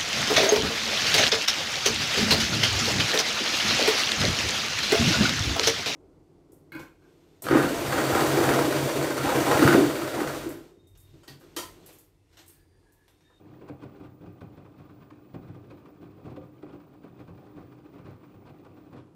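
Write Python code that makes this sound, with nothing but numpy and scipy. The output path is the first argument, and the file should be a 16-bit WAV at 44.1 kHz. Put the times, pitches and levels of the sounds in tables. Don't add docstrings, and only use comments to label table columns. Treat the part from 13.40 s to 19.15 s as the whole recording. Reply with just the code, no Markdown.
import sys
import numpy as np
from scipy import signal
from scipy.fft import rfft, irfft, next_fast_len
from scipy.io import wavfile
from scipy.ndimage import map_coordinates

SR = 44100
rng = np.random.default_rng(int(sys.argv[2]) if len(sys.argv) > 2 else 0)


def transcribe(signal):
    frames = np.atleast_2d(signal).T
    limited = np.clip(frames, -1, 1)
    pcm = np.round(limited * 32767).astype(np.int16)
    wavfile.write(sys.argv[1], SR, pcm)


N = 253575

# time in seconds, force in dB, tub thump in dB against the force,
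# splash in dB against the force, basic fade time in seconds.
SLAPS = [(0.213, -36, -12, -23, 0.024), (0.282, -38, -13, -18.5, 0.016),
         (0.292, -29.5, -10.5, -22.5, 0.0086), (0.42, -37, -9, -19, 0.022),
         (0.439, -39.5, -5, -13.5, 0.012), (0.599, -37.5, -5, -22, 0.039), (0.639, -40.5, -8, -17.5, 0.027),
         (0.806, -39, -2.5, -23.5, 0.052), (0.865, -38.5, -3, -22, 0.022), (1.012, -35.5, -1.5, -16, 0.015),
         (1.175, -39, -6, -20, 0.0096), (1.253, -44.5, -6, -13, 0.017), (1.382, -40.5, -5, -19.0, 0.036),
         (1.494, -45.5, -3, -15, 0.019), (1.607, -44, -2.5, -16.5, 0.03), (1.709, -41, -12, -13.5, 0.0091),
         (1.937, -29, -5, -29, 0.027), (1.948, -39, -8, -12, 0.0089), (2.015, -41, -6, -22, 0.055),
         (2.078, -37.5, -3, -22.5, 0.028), (2.15, -40, -5, -20, 0.021), (2.303, -38.5, -6.5, -17.5, 0.025),
         (2.375, -51.5, -9, -11.5, 0.018), (2.458, -41, -11, -17.5, 0.026),
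         (2.613, -38.5, -3.5, -22, 0.044), (2.703, -49.5, -3, -17, 0.016), (2.773, -37.5, -14, -33, 0.0051),
         (2.844, -32.5, -4, -23, 0.041), (2.898, -35.5, -7, -23.0, 0.037), (2.966, -32, -11, -22, 0.011),
         (3.008, -44.5, -2, -20, 0.048), (3.228, -30.5, -18, -23, 0.011), (3.276, -43.5, -6, -18, 0.026),
         (3.328, -33, -11, -24, 0.027), (3.404, -49, -8, -11, 0.014), (3.536, -45, -14, -16.5, 0.014),
         (3.637, -36, -9, -20.5, 0.023), (3.789, -39.5, -8.5, -17.5, 0.028), (3.88, -37, -3, -22, 0.014),
         (3.979, -38.5, -22, -22.5, 0.011), (4.066, -47.5, -7, -15, 0.016),
         (4.162, -36.5, -4.5, -21.5, 0.049), (4.218, -42.5, -6, -18, 0.018), (4.313, -48.5, -5, -15, 0.037),
         (4.383, -45.5, -13, -18, 0.017), (4.445, -41.5, -17, -21, 0.029), (4.525, -40.5, -9, -21, 0.055),
         (4.582, -40.5, -5, -19.0, 0.022), (4.647, -36.5, -3.5, -18.5, 0.051),
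         (4.685, -43.5, -1, -21, 0.066), (4.83, -47.5, -8, -14, 0.037), (4.943, -45, 0.5, -18, 0.016),
         (5.058, -44.5, 1, -11, 0.023), (5.095, -37.5, -9, -18.5, 0.014),
         (5.252, -37.0, -13.5, -16.5, 0.012), (5.369, -41, -13, -21.0, 0.028),
         (5.526, -34, -6.5, -23.5, 0.026), (5.563, -43, -8, -14.5, 0.036)]
# start in seconds, level in dB, middle pitch in Hz.
GULPS = [(0.213, -41, 418), (0.296, -30.5, 493), (1.952, -40, 382), (2.974, -35.5, 535), (3.016, -45, 496),
         (3.231, -34.5, 389)]

# frequency in Hz, relative level in dB per Hz.
TUB = [(22, -65), (32, -30), (48, -17), (67, -7), (81, -12.5), (98, 1), (110, -1), (121, -2), (150, -3),
       (195, -7), (225, -12.5), (300, -43), (480, -100)]
DRUM = [(130, -46), (220, -10.5), (302, -2.5), (409, -7.5), (436, -12.5), (493, -11), (598, -16),
        (806, -16.5), (890, -37), (1160, -70), (1960, -120)]
SPLASH = [(520, -27.5), (890, 1), (1180, 4), (1380, -3), (1520, 0), (1650, -8.5), (2200, -9.5), (2470, -6),
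          (2800, -15), (3640, -50.5), (6160, -120)]
SPRAY = [(1650, -38), (2800, -2), (3420, 0.5), (3690, -2.5), (4200, -2.5), (6290, -13), (8030, -15),
         (13000, -23)]

# basic pitch in Hz, relative level in dB, time to fade by 60 dB in seconds.
TUB_MODES = [(66.5, -13, 0.1), (97.6, 0.5, 0.12), (125.95, -11.5, 0.65), (147, 0.5, 0.12), (165.5, -2, 0.2),
             (200, -13.5, 0.13)]
DRUM_MODES = [(273, 5.5, 0.077), (297.2, 7.5, 0.27), (338, -13, 0.074), (379.7, -3, 0.18), (493.3, 3, 0.13),
              (573.4, -7.5, 0.18)]

# time in seconds, change of level in dB.
STIR = [(0, 3), (0.62, 3.5), (0.75, -6), (0.88, -2.8), (1.2, 6.5), (1.32, -2), (1.45, 3), (1.85, 0.5),
        (2.1, 3.5), (2.56, 2.0), (2.95, 2), (3.12, -0.7), (3.4, 3.5), (3.59, -1), (3.8, 5.5), (4.8, -0.4),
        (5.56, 4.5), (5.7, -4.5)]
# multiple of the hum pitch, middle level in dB.
HUM = [(1, -67.5), (3, -58), (5, -75)]
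# pitch in Hz, approximate width in Hz, level in dB.
WHINE = [(1201, 12, -77), (2552, 14, -86), (4775, 16, -95), (8191, 10, -104)]
# frequency in Hz, relative level in dB per Hz.
FLOOR = [(20, -45), (50, -19.5), (80, -6), (125, 1), (220, -1.5), (320, 4), (440, -9), (700, -14.5),
         (1250, -20), (1700, -31), (5000, -38), (9000, -41), (13500, -45.5), (14500, -45.5)]
# frequency in Hz, time to fade by 60 dB in seconds.
ROOM = [(100, 0.58), (1000, 0.44), (10000, 0.2)]

FLOPS_PER_S, FLOP_DB, FLOP_SCATTER_DB = 5, -52, 0.8
FLOP_THUMP_DB, FLOP_SPLASH_DB, FLOP_FADE_S = -4, -21, 0.011
SPREAD_S, SPREAD_PER_FADE = 0.0049, 0.24
SPRAY_LEAD_S, SPLASH_LEAD_S = 0.0097, 0.0088
SPRAY_DB = -13
WAKE_LAG_S, WAKE_RISE_S, SETTLE_S = 0.0087, 0.015, 0.033
WAKE_RUMBLE_DB, WAKE_SLOSH_DB = -9, -21
STIR_RUMBLE_DB, STIR_SLOSH_DB, STIR_FIZZ_DB = -61, -61, -74.5
HUM_HZ = 100.5
SWITCH_HZ, SIDEBAND_HZ = 15003, 32
DRIVE_OFF = 5.54
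TOP_HZ = 15600


def laundry(load):
    s, force, thump_db, splash_db, fade = load.T
    spread = SPREAD_S + SPREAD_PER_FADE * fade
    folds = amp(1.6 * wobble(120))

    thrown = swells(s - SPRAY_LEAD_S, force + splash_db + SPRAY_DB, spread, fades=0.89 * fade)
    spray = through(thrown * folds * patter(rate=6000, smooth=0.85), SPRAY)

    wet = swells(s - SPLASH_LEAD_S, force + splash_db - 0.4, spread, fades=0.96 * fade) * folds
    splash = through(wet * patter(rate=2500, smooth=0.84), SPLASH)
    squeezed_air = bubbles(centre_hz=900, spread=0.547, cycles=9.6, glide=0.062, size_db=2.5, count=2000)
    squelch = amp(-6.0) * wet * squeezed_air

    pressing = swells(s, force - 11, spread, fades=0.78 * fade)
    push = through(pressing * patter(rate=1300, smooth=0.9), DRUM)
    heaving = swells(s, force + thump_db - 8.0, spread, fades=0.68 * fade)
    heave = through(heaving * patter(rate=270, smooth=0.71), TUB)

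    drum = knocks(DRUM_MODES, s + 0.00497, force - 17.5, attack=0.0023, scatter=0.9)
    tub = knocks(TUB_MODES, s + 0.0023, force + thump_db + 0.3, attack=0.012, scatter=0.19)
    return spray + splash + squelch + push + heave + drum + tub


def falls():
    count = int(FLOPS_PER_S * N / SR)
    when, strength, wetness = rng.standard_normal((count, 3)).T
    times = (np.arange(count) + 0.5 + np.tanh(when) / 2) * DRIVE_OFF / count
    flops = []
    for s, a, b in zip(times, strength, wetness):
        force = FLOP_DB + FLOP_SCATTER_DB * a
        splash = FLOP_SPLASH_DB + FLOP_SCATTER_DB * b
        flops.append((s, force, FLOP_THUMP_DB, splash, FLOP_FADE_S))
    return np.array(SLAPS + flops)


def swells(times, levels_db, rises, fades):
    power, t = np.zeros(N), np.arange(SR // 4) / SR
    for s, db, rise, fade in np.broadcast(times, levels_db, rises, fades):
        shape = (1 - np.exp(-(t / rise) ** 2)) * np.exp(-t / (abs(fade) + 0.00056))
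        add(power, s, (amp(db) * shape / shape.max()) ** 2)
    return np.sqrt(power)


def knocks(modes, times, levels_db, attack, scatter):
    track, t = np.zeros(N), np.arange(SR // 3) / SR
    hz, mode_db, t60 = np.transpose(modes)[:, :, None]
    decays = amp(mode_db - 60 * t / t60) * (1 - np.exp(-t / attack))
    for s, db in zip(times, levels_db):
        strength, detune, phase = rng.standard_normal((3, len(modes), 1))
        tones = np.sin(2 * np.pi * hz * (1 + 0.0083 * detune) * t + scatter * phase)
        rings = amp(db + 2 * strength) * decays * tones
        add(track, s, rings.sum(0))
    return track


def gulps():
    track, t = np.zeros(N), np.arange(SR // 8) / SR
    fading = amp(-60 * t / 0.094) * (1 - np.exp(-t / 0.0012))
    for s, db, hz in GULPS:
        pitch = hz * (0.906 + 0.21 * np.exp(-t / 0.0098))
        ring = np.sin(2 * np.pi * np.cumsum(pitch) / SR) * fading
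        add(track, s, amp(db - 2.5) * ring)
    return track


def water(load):
    s, force, thump_db, _, _ = load.T
    stir_db = np.interp(clock(), *np.transpose(STIR)) + 0.8 * wobble(16)
    rumble_db = stirred(STIR_RUMBLE_DB + stir_db, s, force + thump_db + WAKE_RUMBLE_DB)
    slosh_db = stirred(STIR_SLOSH_DB + stir_db, s, force + WAKE_SLOSH_DB)
    fizz_db = STIR_FIZZ_DB + stir_db
    lap_db = 1.8 * wobble(50)

    rumble = through(amp(rumble_db - 1.0) * rng.standard_normal(N), TUB)
    churn = through(amp(slosh_db + 0.6 * lap_db) * patter(rate=900, smooth=0.68), DRUM)
    slosh = through(amp(slosh_db - 12.0 + lap_db) * patter(rate=800, smooth=1.0), SPLASH)
    fizz = through(amp(fizz_db - 8.5 + lap_db) * patter(rate=1500, smooth=0.99), SPRAY)

    large = bubbles(centre_hz=689, spread=0.33, cycles=7.5, glide=0.041, size_db=-0.5, count=500)
    gurgles = amp(slosh_db - 10.5) * large
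    small = bubbles(centre_hz=2162, spread=0.28, cycles=31, glide=0.046, size_db=0.7, count=800)
    drips = amp(fizz_db - 6.5 + lap_db) * small
    return rumble + churn + slosh + fizz + gurgles + drips


def stirred(stir_db, times, wake_db):
    wake = swells(times + WAKE_LAG_S, wake_db, WAKE_RISE_S, SETTLE_S)
    return 20 * np.log10(np.hypot(wake, amp(stir_db)))


def patter(rate, smooth):
    impacts = rng.standard_normal(N) * (rng.random(N) < rate / SR)
    return unit(unit(impacts) + smooth * rng.standard_normal(N))


def bubbles(centre_hz, spread, cycles, glide, size_db, count, size=800):
    start = rng.integers(0, N, (count, 1))
    hz = centre_hz * np.exp(spread * rng.standard_normal((count, 1)))
    hz = np.clip(hz, 100, SR / 4)
    turns = hz * np.arange(size) / SR
    age = turns / cycles
    loudness = np.minimum(rng.exponential(size=(count, 1)), 3)
    rings = amp(size_db * loudness - 26.5 * age) * (1 - np.exp(-turns))
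    rings = rings * np.sin(2 * np.pi * turns * (1 + glide * age))
    places = start + np.arange(size)
    return unit(np.bincount(places.ravel(), rings.ravel(), N)[:N])


def motor():
    waver_db, waver_rate, drift = 2, 7, 0.005
    turns = np.cumsum(HUM_HZ * (1 + drift * wobble(waver_rate))) / SR
    hum = np.zeros(N)
    for k, db in HUM:
        hum += amp(db + waver_db * wobble(waver_rate)) * np.sin(2 * np.pi * round(k) * turns)
    return hum * running(coast=0.094) + inverter() * running(coast=0.013)


def inverter():
    tones = sum(amp(db) * narrow(hz, width) for hz, width, db in WHINE)
    upper = amp(-84.0) * narrow(SWITCH_HZ + SIDEBAND_HZ, width=4.0)
    lower = amp(-81.5) * narrow(SWITCH_HZ - SIDEBAND_HZ, width=35)
    skirt = amp(-89) * narrow(SWITCH_HZ, width=75)
    return tones + upper + lower + skirt


def running(coast):
    return np.clip(1 - (clock() - DRIVE_OFF) / coast, 0, 1)


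def narrow(hz, width):
    phase = 2 * np.pi * hz * clock()
    return wobble(2 * width) * np.sin(phase) + wobble(2 * width) * np.cos(phase)


def room(x):
    hz, t, z = signal.stft(rng.standard_normal(SR // 2), SR, nperseg=256)
    fading = amp(-60 * t / along(ROOM, hz)[:, None])
    tail = signal.istft(z * fading, SR, nperseg=256)[1]
    delayed = np.pad(tail, (SR // 200, 0))
    return signal.fftconvolve(x, delayed / np.linalg.norm(tail))[:N]


def steady_floor():
    return amp(-57.0) * through(rng.standard_normal(N), FLOOR)


def amp(db):
    return 10 ** (np.asarray(db) / 20)


def unit(x):
    return x / np.sqrt(np.mean(x ** 2) + 1e-20)


def along(points, hz):
    f, v = np.transpose(points)
    return np.interp(np.log(hz + 1), np.log(f + 1), v)


def clock():
    return np.arange(N) / SR


def wobble(rate):
    coarse = clock()[::16]
    knots = rng.standard_normal(int(N * rate / SR) + 4)
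    curve = map_coordinates(knots, [coarse * rate])
    return unit(np.interp(clock(), coarse, curve))


def add(track, s, sound):
    part = track[max(0, round(s * SR)):][:len(sound)]
    part += sound[:len(part)]


def through(x, spectrum, size=8192):
    gain = np.maximum(amp(along(spectrum, np.fft.rfftfreq(size, 1 / SR))), 1e-6)
    cepstrum = irfft(np.log(gain))[:size // 2]
    cepstrum[1:] *= 2
    answer = irfft(np.exp(rfft(cepstrum, size)))
    return signal.fftconvolve(x, answer / np.linalg.norm(answer))[:N]


def scene():
    load = falls()
    wash = laundry(load) + gulps() + water(load)
    return (wash + amp(-13) * room(wash) + motor() + steady_floor())[None]


def record(dry):
    size = next_fast_len(N + SR // 2)
    kept = np.fft.rfftfreq(size, 1 / SR) < TOP_HZ
    return irfft(rfft(dry, size) * kept, size)[:, :N]


dry = scene()
out = record(dry)
transcribe(out)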